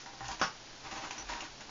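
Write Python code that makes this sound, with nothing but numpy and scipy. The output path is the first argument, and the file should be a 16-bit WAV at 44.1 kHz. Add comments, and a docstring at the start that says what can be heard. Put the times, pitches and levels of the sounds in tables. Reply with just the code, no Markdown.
"""Nunchucks swung in a small, quiet bedroom, over faint hiss and hum. From the start the chain ticks,
air and sleeve swish, and the handles knock softly on hand and arm. Near 0.3 s a handle whirrs and
the wider swings begin to puff air at the microphone. At 0.41 s one handle slaps into the palm and
rings briefly. After a lull the swings resume near 0.85 s; the chain's swivel squeaks at 1.18 s,
a second whirr follows, and the handling thins out toward 1.7 s."""
import sys
import numpy as np
from scipy import signal
from scipy.fft import rfft, irfft
from scipy.io import wavfile

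SR = 44100
rng = np.random.default_rng(int(sys.argv[2]) if len(sys.argv) > 2 else 0)


def store_wav(level_fs):
    """Save 16-bit WAV to argv[1]."""
    pcm = np.round(np.clip(np.atleast_2d(level_fs), -1, 1) * 32767)
    wavfile.write(sys.argv[1], SR, pcm.T.astype(np.int16))


N = 74970

# steady hiss: freq_hz, density_db
HISS_SPECTRUM = [(20, 10), (50, -0.5), (95, -3.5), (280, 3), (500, -0.5), (850, 2), (1150, -2.5),
                 (1550, -1), (2000, -3), (3500, -2.5), (5700, -1.5), (7000, -7.5)]
# chain link clicks: start_s, level_db, tilt_db_per_octave, pitch_hz
CHAIN_TICKS = [(0.003, -45.5, 0, 5600), (0.282, -37, 5, 6300), (0.314, -36.5, 3, 4500),
               (0.396, -36, -3.5, 6000), (0.403, -38, 0, 1400), (0.912, -38.5, -1, 1800),
               (1.1083, -33, -2, 6600), (1.180, -39, 2, 5900), (1.333, -34.5, -3.5, 1700),
               (1.406, -35.5, 2.5, 2600), (1.439, -47, 7, 6600), (1.606, -42, 2.5, 2000)]
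# link click: freq_hz, density_db
TICK_SPECTRUM = [(200, -29), (900, -1.5), (1900, -5), (2800, 2), (3800, -8.5), (5000, -6), (6700, -4.5),
                 (8000, -19)]
# handle swings: peak_s, rise_s, fall_s, relative_db, tilt_db_per_octave
HANDLE_SWINGS = [(0.01, 0.019, 0.011, -53, 6), (0.26, 0.035, 0.017, -47, 3.5), (0.322, 0.033, 0.03, -46, 2),
                 (0.862, 0.025, 0.027, -45.5, 0), (0.929, 0.022, 0.014, -41, 0.2),
                 (0.97, 0.026, .032, -41, -0.6), (1.033, 0.021, 0.046, -43, -0.5),
                 (1.125, 0.051, 0.055, -49.5, 1), (1.19, 0.024, 0.057, -48, -1),
                 (1.304, 0.028, 0.019, -44, 3), (1.338, 0.05, 0.051, -46, 0),
                 (1.425, 0.05, 0.041, -46, -.5), (1.612, 0.014, 0.011, -51.5, -1),
                 (1.69, 0.042, .03, -56, -6.5)]
# air and sleeve: freq_hz, density_db
SWISH_SPECTRUM = [(60, -12), (170, -20.5), (220, -8.5), (275, 2), (350, -8), (560, -9.5), (720, -1),
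                  (950, 1), (1300, -3.5), (1800, -5.5), (2500, -6.5), (3700, -12), (5800, -12),
                  (7000, -14.5)]
# handle on hand or arm: start_s, level_db, tilt_db_per_octave
HANDLE_KNOCKS = [(0.060, -39.5, 1.5), (0.097, -48.5, -11), (0.134, -45.5, -3), (0.207, -36.5, -3.5),
                 (0.228, -45.5, -2.5), (0.243, -40, -3.5), (0.287, -35, -1.5), (0.310, -37.5, -4),
                 (0.919, -41, -15), (0.981, -39.5, -8.5), (1.040, -40.5, -6), (1.106, -43, -2.5),
                 (1.289, -34, 1.5), (1.298, -34, 1), (1.326, -37.5, -1), (1.344, -43.5, -1),
                 (1.692, -42.5, 2)]
# knock burst: freq_hz, density_db
KNOCK_SPECTRUM = [(100, -33), (280, -10.5), (520, -21), (720, -4), (950, 3), (1150, -19), (1350, -4.5),
                  (1700, -7.5), (2400, -19), (7000, -25)]
# knocked handle, damped by the grip: pitch_hz, gain_db, t60_s
GRIPPED_MODES = [(789, -12.5, 0.12), (946.4, -8.5, 0.063), (1060, -13, 0.07)]
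# handle cutting the air: peak_s, half_width_s, pitch_hz, level_db
HANDLE_WHIRRS = [(0.25, .05, 118, -50.5), (0.294, 0.079, 55, -54), (1.29, .085, 43, -52)]
# air pushed at the microphone: peak_s, half_width_s, level_db
AIR_PUFFS = [(0.295, 0.091, -64), (0.44, 0.047, -55), (0.865, 0.021, -54), (0.96, 0.043, -55.5),
             (1.27, .1, -57.5), (1.53, 0.031, -59)]
# puff rumble: freq_hz, density_db
PUFF_SPECTRUM = [(15, -13), (32, -7), (45, 0.5), (62, -13.5), (85, -14), (120, -9), (200, -34.5),
                 (600, -55.5)]
# palm contacts of the catch: start_s, level_db
PALM_SLAPS = [(0.4144, -23), (0.429, -30), (0.444, -32.5)]
# skin on handle: freq_hz, density_db
SLAP_SPECTRUM = [(40, -27), (100, -15), (190, -8.5), (330, -8), (500, -10), (650, -9.5), (1000, 0),
                 (1500, -4.5), (2200, -8.5), (3200, -12), (4000, -17), (5400, -8.5), (7000, -21.5)]
# caught handle and chain: pitch_hz, gain_db, t60_s
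CAUGHT_MODES = [(200.3, -8, 0.19), (542, -12, 0.11), (775.4, -0.5, .15), (858, -11, 0.37), (1053, 2, 0.11),
                (1233, 0.5, 0.09), (1391, -2, 0.12), (1473, -2, 0.21), (1728, -11, 0.098),
                (1946, -21, 0.091), (2890, -8.5, 0.24), (3064, -13, .15), (3340, -16, 0.071),
                (4581, -10.5, 0.16)]

HISS_DB, HUM_DB, HUM_HZ, HUM_WAVER = -51, -67.5, 124.5, 0.04
TICK_DECAY_S, TICK_RING_DB, TICK_RING_OCTAVES = 0.0045, 7, 0.16
SWISH_GAIN_DB, RUSTLE_DB, RUSTLE_PER_S = -2, 2.5, 260
KNOCK_DECAY_S, SLAP_DECAY_S, ATTACK_S = 0.0051, 0.0041, 0.00071
WHIRR_FALL_OCTAVES_PER_S, WHIRR_WAVER = 2.5, 0.14
THUD_HZ, THUD_GAIN_DB, THUD_LEAD_S, THUD_DECAY_S = 322, 1, 0.00083, 0.0022
RING_GAIN_DB, RING_RISE_S = -7.5, 0.0046
SQUEAK_START_S, SQUEAK_LENGTH_S, SQUEAK_DECAY_S = 1.183, 0.048, 0.033
SQUEAK_HZ, SQUEAK_WAVER, SQUEAK_DB, SQUEAK_ROUGH_DB = 5916, 0.012, -43.5, 2.5
ROOM_T60_S, ROOM_GAP_S, TOP_HZ = 0.23, 0.003, 7100

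TIME_S = np.arange(N) / SR
BIN_HZ = np.maximum(np.fft.rfftfreq(N, 1 / SR), 1)
DECAYS_PER_T60 = np.log(1000)


def undb(db):
    return 10 ** (np.asarray(db) / 20)


def unit_rms(x):
    return x / np.sqrt(np.mean(x ** 2))


def noise(spectrum, tilt_db_per_octave=0):
    """Shaped noise, rms 1, cut just above TOP_HZ."""
    octaves = np.log2(BIN_HZ)
    freq_hz, density_db = np.array(spectrum).T
    tilt_db = tilt_db_per_octave * np.clip(octaves, np.log2(freq_hz[0]), np.log2(freq_hz[-1]))
    gain = undb(np.interp(octaves, np.log2(freq_hz), density_db) + tilt_db)
    gain *= octaves < np.log2(TOP_HZ) + 0.1
    return unit_rms(irfft(gain * np.exp(2j * np.pi * rng.random(len(gain))), N))


def wander(rate_per_s):
    """Gaussian random values joined by ramps."""
    return np.interp(TIME_S * rate_per_s, np.arange(N), rng.standard_normal(N))


def tone(pitch_hz):
    """Sine on a pitch curve, rms 1."""
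    return np.sqrt(2) * np.sin(2 * np.pi * np.cumsum(pitch_hz) / SR)


def swell(peak_s, half_width_s):
    return np.exp(-((TIME_S - peak_s) / half_width_s) ** 2)


def decay(start_s, decay_s):
    age_s = TIME_S - start_s
    return (age_s >= 0) * np.exp(-np.maximum(age_s, 0) / decay_s)


def strike(start_s, decay_s):
    """Cushioned contact force: quick rise, then decay."""
    return decay(start_s, decay_s) * np.clip((TIME_S - start_s) / ATTACK_S, 0, 1)


def ringing(modes, start_s, envelope):
    """Damped modes at random phases."""
    out = 0
    for pitch_hz, gain_db, t60_s in modes:
        sine = np.sin(2 * np.pi * (pitch_hz * (TIME_S - start_s) + rng.random()))
        out += undb(gain_db) * envelope(start_s, t60_s / DECAYS_PER_T60) * sine
    return out


def room(direct, wet_db):
    """Direct sound plus dense, fast-fading reflections off near walls."""
    tail = rng.standard_normal(N) * decay(ROOM_GAP_S, ROOM_T60_S / DECAYS_PER_T60)
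    return direct + undb(wet_db) * signal.fftconvolve(direct, tail / np.linalg.norm(tail))[:N]


def background():
    """Even hiss and faint, wavering hum."""
    hum = tone(HUM_HZ * (1 + HUM_WAVER * wander(14)))
    return undb(HISS_DB) * noise(HISS_SPECTRUM) + undb(HUM_DB) * hum


def ticks():
    """Chain links snap taut; each click rings around its own pitch."""
    out = 0
    for start_s, level_db, tilt, pitch_hz in CHAIN_TICKS:
        resonance_db = TICK_RING_DB * np.exp(-(np.log2(BIN_HZ / pitch_hz) / TICK_RING_OCTAVES) ** 2)
        click = irfft(rfft(noise(TICK_SPECTRUM, tilt)) * undb(resonance_db), N)
        out += undb(level_db) * strike(start_s, TICK_DECAY_S) * unit_rms(click)
    return out


def swishes():
    """Air and sleeve swish as a handle speeds up and slows; cloth adds grain."""
    out = 0
    for peak_s, rise_s, fall_s, relative_db, tilt in HANDLE_SWINGS:
        speed = swell(peak_s, np.where(TIME_S < peak_s, rise_s, fall_s))
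        out += undb(relative_db) * speed * noise(SWISH_SPECTRUM, tilt)
    return out * undb(SWISH_GAIN_DB + RUSTLE_DB * wander(RUSTLE_PER_S))


def knocks():
    """Handle meets hand or arm: short burst, each with its own brightness, and a hollow ring."""
    out = 0
    for start_s, level_db, tilt in HANDLE_KNOCKS:
        ring = ringing(GRIPPED_MODES, start_s, strike)
        burst = strike(start_s, KNOCK_DECAY_S) * noise(KNOCK_SPECTRUM, tilt)
        out += undb(level_db) * (burst + ring)
    return out


def whirrs():
    """Eddies shed by a handle: deep, unsteady tone, sinking as it slows."""
    out = 0
    for peak_s, half_width_s, pitch_hz, level_db in HANDLE_WHIRRS:
        glide_hz = pitch_hz * 2 ** (-WHIRR_FALL_OCTAVES_PER_S * (TIME_S - peak_s))
        whirr = tone(glide_hz * (1 + WHIRR_WAVER * wander(68)))
        out += undb(level_db) * swell(peak_s, half_width_s) * whirr
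    return out


def puffs():
    """Draught of the wider swings rumbles on the microphone."""
    draught = sum(undb(level_db) * swell(peak_s, half_width_s)
                  for peak_s, half_width_s, level_db in AIR_PUFFS)
    return draught * noise(PUFF_SPECTRUM)


def catch():
    """Handle slaps the palm with a thud, rings, and settles as the fingers close."""
    slaps = sum(undb(level_db) * strike(start_s, SLAP_DECAY_S) * noise(SLAP_SPECTRUM)
                for start_s, level_db in PALM_SLAPS)
    start_s, level_db = PALM_SLAPS[0]
    age_s = TIME_S - start_s
    ring = ringing(CAUGHT_MODES, start_s, decay) * np.clip(age_s / RING_RISE_S, 0, 1)
    thud = strike(start_s - THUD_LEAD_S, THUD_DECAY_S) * np.sin(2 * np.pi * THUD_HZ * age_s)
    body = undb(RING_GAIN_DB) * ring + undb(THUD_GAIN_DB) * thud
    return room(slaps, wet_db=3) + undb(level_db) * body


def squeak():
    """Chain swivel rubs out a thin, wavering tone."""
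    age_s = TIME_S - SQUEAK_START_S
    pitch_hz = SQUEAK_HZ * (1 + SQUEAK_WAVER * wander(500))
    gate = np.clip(np.minimum(age_s, SQUEAK_LENGTH_S - age_s) / ATTACK_S, 0, 1)
    rough_gain = undb(SQUEAK_DB + SQUEAK_ROUGH_DB * wander(400))
    return rough_gain * gate * decay(SQUEAK_START_S, SQUEAK_DECAY_S) * tone(pitch_hz)


def scene():
    """Mono mix; knocks, swishes, ticks and palm slaps excite the room."""
    handling = room(knocks() + swishes(), wet_db=0) + room(ticks(), wet_db=-1.5)
    return (handling + catch() + squeak() + whirrs() + puffs() + background())[None]


def record(dry):
    """Steep elliptic low-pass at TOP_HZ."""
    return signal.sosfilt(signal.ellip(10, 0.2, 70, TOP_HZ, fs=SR, output="sos"), dry)


dry = scene()
out = record(dry)
store_wav(out)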